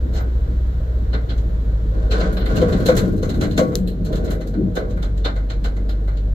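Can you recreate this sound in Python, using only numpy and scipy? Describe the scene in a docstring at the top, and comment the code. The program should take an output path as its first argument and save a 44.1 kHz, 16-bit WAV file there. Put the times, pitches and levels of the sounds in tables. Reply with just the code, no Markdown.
"""Inside a truck's cab, stereo microphone, while dirt and rock drop into the bed just behind.
Clods drum on the steel, gravel slides, and heavy lumps boom in the panels, three of them hardest.
Stones and loose fittings clatter, thickly during the pour and one by one after it; one snap is close.
Underneath, the engine drones and slows to idle, the chassis shudders and the cab hisses faintly."""
import sys
import numpy as np
from scipy import signal
from scipy.fft import rfft, irfft
from scipy.io import wavfile

SR = 44100
rng = np.random.default_rng(int(sys.argv[2]) if len(sys.argv) > 2 else 0)


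def wrap_up_sound(samples):
    """Save the sound to the file named by the first command line argument, as 16-bit audio."""
    columns = np.atleast_2d(samples).T
    # keep every value between -1 and 1, then stretch to whole-number steps
    tamed = np.clip(columns, -1, 1)
    steps = np.round(tamed * 32767).astype(np.int16)
    wavfile.write(sys.argv[1], SR, steps)


N = 279594
TIME = np.arange(N) / SR
BARE_UNTIL_S = 2.7  # the first gravel strikes bare steel; from then on dirt covers it

# panel modes of the truck bed: pitch_hz, level_db, t60_s
BED_MODES = [(164.1, 1.5, 0.36), (184.6, 4.5, 0.39), (200.5, 2, 0.23), (232.7, 0.5, 0.19),
             (254.6, 0.5, 0.14), (290.2, 3, 0.25), (319.6, 3, 0.13), (375.7, -2.5, 0.067),
             (432, -1.5, 0.14), (490, -0.5, 0.3), (507.7, 0, 0.075), (518.8, -6, 0.15), (626, -1, 0.13),
             (687, -8, 0.23), (757.6, -11, 0.087), (1023, -2, 0.062), (1116, 1, 0.2), (1258, -11.5, .08),
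             (1427, -8.5, 0.09), (1510, -12, 0.057)]


def lumps(reach_octaves=0.58, leak=0.2, linger=2.2, hard_hz=540, boom_t60_s=0.19,
          sag=0.09, sag_s=0.036, side_gain=0.94):
    """Heavy lumps boom in one panel and ring the bed's modes near their pitch; hard blows reach all."""
    # lumps landing: start_s, peak_db, pitch_hz, contact_s, boom_share (0-1)
    landings = [(1.138, -18, 370, .008, 0), (2.52, -19.5, 220, .015, 0.1), (2.612, -5, 522, .016, 0.38),
                (2.68, -16, 457, 0.01194, 0.2), (2.805, -19, 190.2, 0.0202, 1), (2.882, -17.5, 310, .01, 0),
                (2.884, -2.5, 529.6, 0.014, 0.54), (2.932, -16.5, 496, 0.0122, 0.3),
                (2.94, -12.5, 219.6, .015, 0.2), (3.226, -14.5, 485, 0.0063, 0.14),
                (3.407, -14, 326.5, 0.01014, 0.57), (3.58, -8, 248.5, 0.0053, 0.5),
                (3.584, -13.5, 195.7, .008, 0.8), (3.586, -5.5, 628, 0.00908, 0.3),
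                (3.607, -5.5, 537, 0.00906, 0.4), (3.745, -20, 499, 0.00753, 0.3),
                (3.791, -15.5, 195.5, 0.028, 1), (4.0, -15.5, 178, .015, 0.6),
                (4.13, -22, 206.8, 0.0199, 0.8), (4.556, -15.5, 325.4, .04, 0.61),
                (4.635, -20.5, 196.2, 0.0199, .95), (4.768, -11.5, 455, 0.0092, 0),
                (5.25, -20.5, 306, 0.0118, 0.16)]
    out, t = np.zeros((2, N)), np.arange(SR // 2) / SR
    for start_s, peak_db, pitch_hz, contact_s, boom_share in landings:
        ring = np.zeros((2, len(t)))
        far_share = leak * min(pitch_hz / hard_hz, 1) ** 2
        for hz, mode_db, t60_s in BED_MODES:
            share = far_share + np.exp(-(np.log2(hz / pitch_hz) / reach_octaves) ** 2)
            phase = 2 * np.pi * rng.random() * np.array([[0], [1]])  # differs between mid and side
            mode = np.sin(2 * np.pi * hz * (t - contact_s) + phase)
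            ring += share * amp(mode_db) * blow(t, contact_s, t60_s * linger) * mode
        ring /= abs(ring[0]).max()
        # the boom sags in pitch as it dies; lower booms last longer
        boom_hz = pitch_hz * (1 - sag * (1 - np.exp(-t / sag_s)))
        cycles = np.cumsum(boom_hz) / SR
        cycles -= np.interp(contact_s, t, cycles)
        boom = np.sin(2 * np.pi * cycles + np.array([[0], [np.pi / 2]]))
        boom *= blow(t, contact_s, boom_t60_s * hard_hz / pitch_hz)
        impact = (1 - boom_share) * ring + boom_share * boom
        add(out, start_s, amp(peak_db) * impact * np.array([[1], [side_gain]]))
    return out


def pour(soft_db=-21, hard_db=-38, hard_follow=0.35, grit_db=2.5, grit_growth=1.51):
    """Clods drum on the bed as hard as the dirt flows; slides add hard clods and, when strong, grit."""
    # spectra of the push from soft clods, hard clods and grit: frequency_hz, density_db
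    soft_push = [(110, -15.5), (160, 2), (192, 3.5), (245, -1.5), (300, -4.5), (380, -4), (480, -15.5)]
    hard_push = [(330, -8.5), (440, 3), (620, -4.5), (760, -5), (950, -25.5)]
    grit_push = [(700, -13), (1080, -14.5), (1550, 0), (2100, 3), (2600, 1.5), (4200, 12), (5200, 5),
                 (7300, 4), (12000, -13)]
    gravel = slides()
    soft = bed(grains(soft_push, per_s=220, spread_db=0.03)) * amp(soft_db + flow_db())
    hard = bed(grains(hard_push, per_s=600, spread_db=-1))
    hard *= np.hypot(amp(hard_db + hard_follow * flow_db()), gravel)
    grit = bed(grains(grit_push, per_s=5500, spread_db=3))
    grit *= gravel ** grit_growth * amp(grit_db + cover_db(TIME))
    return soft + hard + grit * amp(wander(20))


def flow_db(full_db=-20):
    """How hard the dirt pours, relative to full flow."""
    # strength of the pour: time_s, level_db
    flow = [(0, -31), (0.7, -38.5), (1.17, -33.5), (1.85, -36.5), (2.2, -28), (2.4, -28.5), (2.6, -20.5),
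            (3.1, -20), (3.7, -24), (3.97, -29), (4.25, -25.5), (4.5, -31), (4.61, -21), (4.8, -30),
            (5.15, -34), (6.34, -38)]
    return curve(flow) - full_db


def slides(attack_s=0.048, t60_s=0.75):
    """Gain of the sliding gravel: each slide starts quickly, runs and trails off."""
    # gravel slides: start_s, length_s, level_db
    runs = [(1.9, 0.17, -36), (2.1, 0.16, -27), (2.458, 0.6, -28.5), (3.368, 0.34, -33.5),
            (4.071, 0.27, -30.5), (4.743, 0.03, -26)]
    gain = np.zeros(N)
    for start_s, length_s, level_db in runs:
        onset = np.clip((TIME - start_s) / attack_s, 0, 1)
        gain += onset * amp(level_db - 60 * np.maximum(TIME - start_s - length_s, 0) / t60_s)
    return gain


def cover_db(time_s, db_per_s=5.5):
    """Dirt piling up in the bed deadens grit and pebbles."""
    return -db_per_s * np.maximum(time_s - BARE_UNTIL_S, 0)


def grains(spectrum, per_s, spread_db):
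    """A hail of small impacts of uneven size."""
    sizes = amp(spread_db * np.minimum(rng.exponential(1, N), 4))
    hits = rng.random(N) < per_s / SR
    return unit(colour(sizes * hits * rng.standard_normal((2, N)), spectrum))


def bed(push):
    """The bed's panels answer a push with all their modes."""
    t = np.arange(SR // 3) / SR
    ring = sum(amp(db - 60 * t / t60_s) / t60_s * np.cos(2 * np.pi * hz * t + k * np.pi / 2)
               for k, (hz, db, t60_s) in enumerate(BED_MODES))
    return unit(signal.oaconvolve(push, ring[None], axes=1)[:, :N])


def clatter(own_ring_db=5, own_width_hz=260, crackle_db=1, crackle_s=0.0028):
    """Stones and fittings strike in bursts of uneven contacts; the sheen leads, the clack lingers."""
    # the louder strikes, with clack, chink and sheen relative to the rattle:
    # start_s, rattle_db, clack_db, chink_db, sheen_db, contact_s, own_ring_hz
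    stones = [(.127, -46.5, 8.5, -5, -20.5, 0.054, 5320), (1.129, -39.5, 6.5, -22, -29, 0.0089, 1900),
              (1.289, -42.5, 0, -17, -35, 0.017, 3320), (1.372, -55, 2.5, -2, -10, .01, 3250),
              (2.106, -34, 2.5, -11.5, -24, 0.017, 2560), (2.182, -51, -6, -4.5, -8, .0015, 4700),
              (2.197, -40, 10, -10, -30, 0.014, 4820), (2.326, -54.5, 11.5, -4, 2, .002, 6030),
              (2.368, -39, 4, -25.5, -18, 0.0029, 3580), (2.4, -45.5, 6.5, -32, -33, 0.02, 3060),
              (2.455, -40, 3.5, -21, -13, 0.0084, 2060), (2.505, -53.5, 3, -15, -4, 0.0015, 6800),
              (2.555, -38.5, 5, -5.5, -9, 0.019, 2760), (2.611, -42, 10, -8, -13, .0088, 3220),
              (2.683, -58.5, -3.5, 4.5, 2, 0.0017, 5000), (2.721, -39.5, 3.5, -9, -25, 0.01, 1870),
              (2.799, -52.5, -1, -7, -3, .0015, 4260), (2.858, -32, -4, -4.5, -7.5, 0.0036, 4130),
              (2.885, -35.5, 13.5, -4, -30, 0.00071, 3680), (2.951, -52, -9, 3.5, -3, 0.003, 1940),
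              (2.965, -33.5, 1.5, -1, -4.5, 0.01, 1890), (3.176, -58.5, 0, -2, -18, 0.0038, 4200),
              (3.225, -46, 10, -1.5, -11, 0.0095, 6160), (3.291, -42.5, 4.5, -6, -13, 0.007, 3850),
              (3.338, -49, 9, -6.5, -12, .0063, 3700), (3.409, -37, 6.5, -4, -12.5, 0.0047, 2700),
              (3.435, -40.5, 6, -7, -15, .0018, 2040), (3.509, -44, -18, -10, -15, 0.0034, 4340),
              (3.576, -31.5, 5, -2.5, -12.5, 0.0026, 2060), (3.718, -56, 13.5, -8, -11, .004, 1060),
              (3.756, -45, -9, -2, -2.5, 0.0012, 7600), (3.874, -45, -16, -17, -6, 0.002, 4100),
              (4.046, -50, 2.5, -1.5, -6, 0.016, 4360), (4.126, -46, 6.5, -9, -12, 0.0055, 3560),
              (4.154, -46, -3, -3.5, -10, 0.0046, 3450), (4.243, -50.5, -2, -2.5, -6.5, 0.012, 2110),
              (4.275, -48.5, 5, -24, -28, 0.0054, 2110), (4.303, -43, 4.5, -5.5, -4.5, 0.0097, 1880),
              (4.406, -50, 6.5, -6.5, -12, 0.0075, 1930), (4.47, -56, -9, 1, -2.5, 0.0055, 4740),
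              (4.535, -55.5, 8, -12, -17, .008, 1500), (4.751, -47.5, 7.5, 1, -6, 0.009, 3080),
              (4.763, -39.5, 9, -18, -17, 0.0059, 1650), (4.896, -56, 4, -3, -13, 0.015, 2520),
              (4.97, -58, 16, -13, -7, 0.0046, 7060), (5.023, -46, 7, -5.5, -15, 0.0076, 3460),
              (5.173, -54.5, -6, -4, -13, 0.0046, 7360), (5.245, -31.5, 4.5, -16.5, -28, 0.0094, 3670),
              (5.354, -50.5, 9.5, -9.5, -16, 0.013, 1990), (5.498, -40.5, 1.5, -11.5, -29, 0.0054, 2370),
              (5.639, -40.5, 6, -10, -16.5, 0.0096, 4920), (5.763, -57, 12.5, -4, -12, 0.0016, 1950),
              (5.892, -43, 1, -13.5, -16.5, 0.0015, 4960), (6.074, -54, 12.5, -12, -13, 0.0069, 2220),
              (6.168, -51, -3, -12, -21, 0.0047, 4660)]
    # spectra of hollow clack, rattle, bright chink and topmost sheen: frequency_hz, density_db
    clack = [(250, -10), (480, 5), (680, 2), (880, -10.5), (1150, -11), (1500, -2.5), (1800, -19.5),
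             (2050, -9.5), (2400, -20), (3000, -65)]
    rattle = [(1700, -5), (2400, -12.5), (2800, -7), (3500, -5.5), (4200, 1), (4800, -13), (5600, -21.5),
              (7000, -34)]
    chink = [(4000, 5.5), (5200, -1), (6300, 3), (6800, 0), (7300, 2), (8300, -8), (9700, -15.5),
             (12000, -13)]
    sheen = [(7500, -6), (9700, -12), (10700, -10.5), (11600, -1), (13500, -13.5), (15000, -12.5),
             (16000, -23)]
    out, t = np.zeros((2, N)), np.arange(16384) / SR
    hz = np.fft.rfftfreq(len(t), 1 / SR)
    bands = np.array([noise(spectrum) for spectrum in (clack, rattle, chink, sheen)])
    for start_s, level_db, clack_db, chink_db, sheen_db, contact_s, own_hz in stones + pebbles():
        offset = rng.integers(N - len(t))
        own_ring = amp(own_ring_db * np.exp(-((hz - own_hz) / own_width_hz) ** 2))
        rings = irfft(rfft(bands[..., offset:offset + len(t)]) * own_ring, len(t))
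        envelopes = np.array([amp(clack_db + 3.34) * blow(t, contact_s * 1.53, t60_s=0.27),
                              amp(2) * blow(t, contact_s, t60_s=0.17),  # rattle
                              amp(chink_db + 2) * blow(t, contact_s, t60_s=0.16),
                              amp(sheen_db + 1) * blow(t, contact_s * 0.27, t60_s=0.18)])
        crackle = np.interp(t / crackle_s, np.arange(len(t)), rng.standard_normal(len(t)))
        strike = (envelopes[:, None] * rings).sum(axis=0)
        add(out, start_s, amp(level_db + crackle_db * crackle) * strike)
    return out


def pebbles(count=34, per_s=32, level_db=-62, spread_db=2, low_hz=4000, high_hz=9450,
            clack_db=-8, chink_db=1, sheen_db=2.5, contact_s=0.0015):
    """Pebbles spray down in faint, bright ticks; returns rows like those of the louder stones."""
    jitter, size, pitch = rng.random((count, 3)).T
    starts_s = BARE_UNTIL_S + (np.arange(count) + jitter) / per_s
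    levels_db = level_db + cover_db(starts_s) + spread_db * (2 * size - 1)
    pitches_hz = low_hz + (high_hz - low_hz) * pitch
    return [(start_s, db, clack_db, chink_db, sheen_db, contact_s, hz)
            for start_s, db, hz in zip(starts_s, levels_db, pitches_hz)]


def snap(start_s=3.7546, level_db=-16.5):
    """One hard, dry click close to the microphone."""
    # spectrum of the click: frequency_hz, density_db
    spectrum = [(1600, -7), (2500, -11), (4200, 8.5), (6500, -1), (9000, -6), (12000, -6), (14000, -5),
                (16000, -17)]
    out, t = np.zeros((2, N)), np.arange(2048) / SR
    click = noise(spectrum, size=len(t)) * blow(t, contact_s=0.0005, t60_s=0.006)
    add(out, start_s, amp(level_db) * click)
    return out


def squeaks(width_hz=340):
    """Thin, unsteady whistles where metal rubs."""
    # rubs: start_s, length_s, pitch_hz, level_db
    rubs = [(.12, .07, 13700, -60.5), (.18, .075, 13900, -61), (2.36, .085, 14150, -62)]
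    out = np.zeros((2, N))
    for start_s, length_s, hz, level_db in rubs:
        size = int(length_s * SR)
        peak = [(hz + k * width_hz, db) for k, db in [(-4, -60), (-1, -8), (0, 0), (1, -8), (4, -60)]]
        add(out, start_s, amp(level_db) * noise(peak, size=size) * np.hanning(size))
    return out


def engine(strain_until_s=2.6, settle_s=0.85, idle_chug_db=-17, strain_chug_db=-1.5, chug_spread_db=2.5,
           waver_db=1.07, pour_waver_db=2, overtone_waver_db=2):
    """The firing tone booms in the cab and wavers under the pour; a weak cylinder chugs under strain."""
    # slowing to idle: time_s, firing_hz, level_db
    running = [(0, 62.9, -19.5), (0.3, 60.14, -19), (0.9, 60.9, -19), (1.25, 55.7, -20), (1.9, 52.7, -17.5),
               (2.5, 52.63, -20), (3.03, 49.25, -34), (3.38, 50.4, -25.5), (3.68, 48.1, -33.5),
               (4.0, 48.4, -23.5), (4.4, 47.74, -25), (4.82, 48.73, -25), (4.92, 49.6, -21.5),
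               (6.34, 49.3, -18.5)]
    # partials, the fractional ones from one weak cylinder of four: firing_multiple, level_db
    orders = [(.5, -20), (.75, -9), (1, 0), (1.25, -14), (1.5, -21), (1.75, -21), (2, -17), (3, -31)]
    firings = np.cumsum(curve(running)) / SR + 4 * rng.random()
    strain = np.clip(1 - (TIME - strain_until_s) / settle_s, 0, 1)
    chug = amp(idle_chug_db + (strain_chug_db - idle_chug_db) * strain + chug_spread_db * wander(7))
    waver = amp((waver_db + pour_waver_db * amp(flow_db())) * wander(9))
    out = np.zeros(N)
    for order, level_db in orders:
        if order % 1:
            gain = -chug  # dents every fourth firing
        elif order == 1:
            gain = waver
        else:
            gain = amp(overtone_waver_db * wander(5))
        out += amp(level_db) * gain * np.cos(2 * np.pi * order * firings)
    return np.sqrt(2) * out * amp(curve(running, column=2))


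def engine_load(until_s=3.47, ease_s=0.93):
    """1 while the engine works, easing to 0 at idle."""
    return np.clip(1 - (TIME - until_s) / ease_s, 0, 1)


def chassis(idle_sway_db=-32, load_boost_db=4, shudder_db=-33, pour_shudder_db=-23, side_db=-19):
    """The truck sways on its springs, more as the engine pulls; falling dirt deepens its shudder."""
    # spectra of the springs' sway and the frame's shudder: frequency_hz, density_db
    springs = [(15, -49), (25, -23), (32, -5), (38, -6), (48, -5), (70, -50.5)]
    frame = [(45, -33.5), (68, -3.5), (78, -7), (95, -5.5), (118, -8.5), (140, -7.5), (200, -29)]
    sway = noise(springs) * amp(idle_sway_db + load_boost_db * engine_load())
    shudder = noise(frame) * np.hypot(amp(shudder_db), amp(pour_shudder_db + flow_db()))
    mid, side = sway + shudder
    return mid + amp(side_db) * np.array([side, -side])


def cab_hiss(idle_db=-54, load_boost_db=3, dip_db=-2.1, dip_at_s=3.4, dip_half_width_s=1):
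    """Faint hiss round the microphone, stronger under load, thinning a little midway through the pour."""
    # spectrum of the hiss: frequency_hz, density_db
    spectrum = [(350, -53), (600, -1.5), (809, -14), (1010, -10), (1060, -14.5), (1530, -12), (2610, -26),
                (4030, -20.5), (5010, -30.5), (7430, -33.5), (9500, -43), (11800, -35.5), (15500, -42)]
    dip = np.exp(-((TIME - dip_at_s) / dip_half_width_s) ** 2)
    level_db = idle_db + load_boost_db * engine_load() + dip_db * dip
    return amp(level_db) * cab_walls(noise(spectrum), ripple_db=-1)


def cab_walls(x, ripple_db=3, spacing_hz=45, full_hz=3000):
    """Reflections off the close walls comb the treble into steady peaks and notches."""
    hz = np.arange(0, SR / 2, spacing_hz)
    ripple = amp(ripple_db * np.minimum(hz / full_hz, 1) * rng.standard_normal((2, len(hz))))
    bins_hz = np.fft.rfftfreq(N, 1 / SR)
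    comb = np.array([np.interp(bins_hz, hz, channel) for channel in ripple])
    return irfft(rfft(x) * unit(comb), N)


def cab_stereo(mid, side):
    """Left and right at the microphone: bass fills the cab evenly, higher sounds come from all round."""
    # stereo width: frequency_hz, side_over_mid_db
    width = [(60, -34), (110, -32), (180, -16), (280, -6), (540, -10.5), (800, 5.5), (1200, 4.5),
             (1700, 4.5), (2400, 0), (4500, -1), (8000, 1)]
    # balance: frequency_hz, left_over_right_db
    balance = [(60, -1), (87, -13.5), (130, -4), (180, 3), (260, 2), (380, 4.5), (550, 2), (790, -3.5),
               (1140, 1.5), (1650, 1), (2380, -3.5), (3440, -6.5), (4970, 3), (7180, 11.5), (10400, -5.5),
               (15000, -12.5)]
    side = colour(side, width, closed=False)
    left = colour(mid + side, [(hz, db / 2) for hz, db in balance], closed=False)
    right = colour(mid - side, [(hz, -db / 2) for hz, db in balance], closed=False)
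    return np.array([left, right])


def blow(t, contact_s, t60_s):
    """Envelope that builds while the contact lasts, then dies away."""
    rise = np.minimum(t / contact_s, 1) ** 0.7
    return rise * amp(-60 * np.maximum(t - contact_s, 0) / t60_s)


def colour(x, spectrum, closed=True):
    """Filters by a spectrum; a closed one falls 36 dB an octave past its ends."""
    hz, db = np.transpose(spectrum)
    octave = np.log2(np.fft.rfftfreq(x.shape[-1], 1 / SR) + 1)
    outside = abs(octave - np.clip(octave, np.log2(hz[0]), np.log2(hz[-1])))
    gain_db = np.interp(octave, np.log2(hz), db) - 36 * closed * outside
    return irfft(rfft(x) * amp(gain_db), x.shape[-1])


def noise(spectrum, size=N):
    """Mid and side noise of a given spectrum."""
    return unit(colour(rng.standard_normal((2, size)), spectrum))


def wander(hz):
    """Slow random drift of rms 1."""
    lowpass = np.exp(-(np.fft.rfftfreq(N, 1 / SR) / hz) ** 2)
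    return unit(irfft(rfft(rng.standard_normal(N)) * lowpass, N))


def curve(rows, column=1):
    """One column of a table in time, joined by straight lines."""
    rows = np.asarray(rows)
    return np.interp(TIME, rows[:, 0], rows[:, column])


def add(mix, start_s, sound):
    """Mixes a sound in at its start time."""
    part = mix[:, round(start_s * SR):][:, :sound.shape[-1]]
    part += sound[..., :part.shape[-1]]


def amp(db):
    """Decibels to gain."""
    return 10 ** (np.asarray(db) / 20)


def unit(x):
    """Scales to rms 1."""
    return x / np.sqrt(np.mean(x ** 2) + 1e-20)


def scene():
    """The falling load as heard in the cab, over the engine and chassis."""
    treble = cab_walls(clatter()) + cab_hiss()
    mid, side = pour() + lumps() + treble + snap() + squeaks()
    return cab_stereo(mid, side) + engine() + chassis()


def record(dry):
    """Clips at full scale, softens both ends and cuts the highest treble."""
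    lowpass = signal.firwin(511, 15900, window=("kaiser", 9), fs=SR)
    soft_ends = signal.windows.tukey(N, 0.002)
    return signal.oaconvolve(np.clip(dry, -1, 1) * soft_ends, lowpass[None], "same", axes=1)


dry = scene()
out = record(dry)
wrap_up_sound(out)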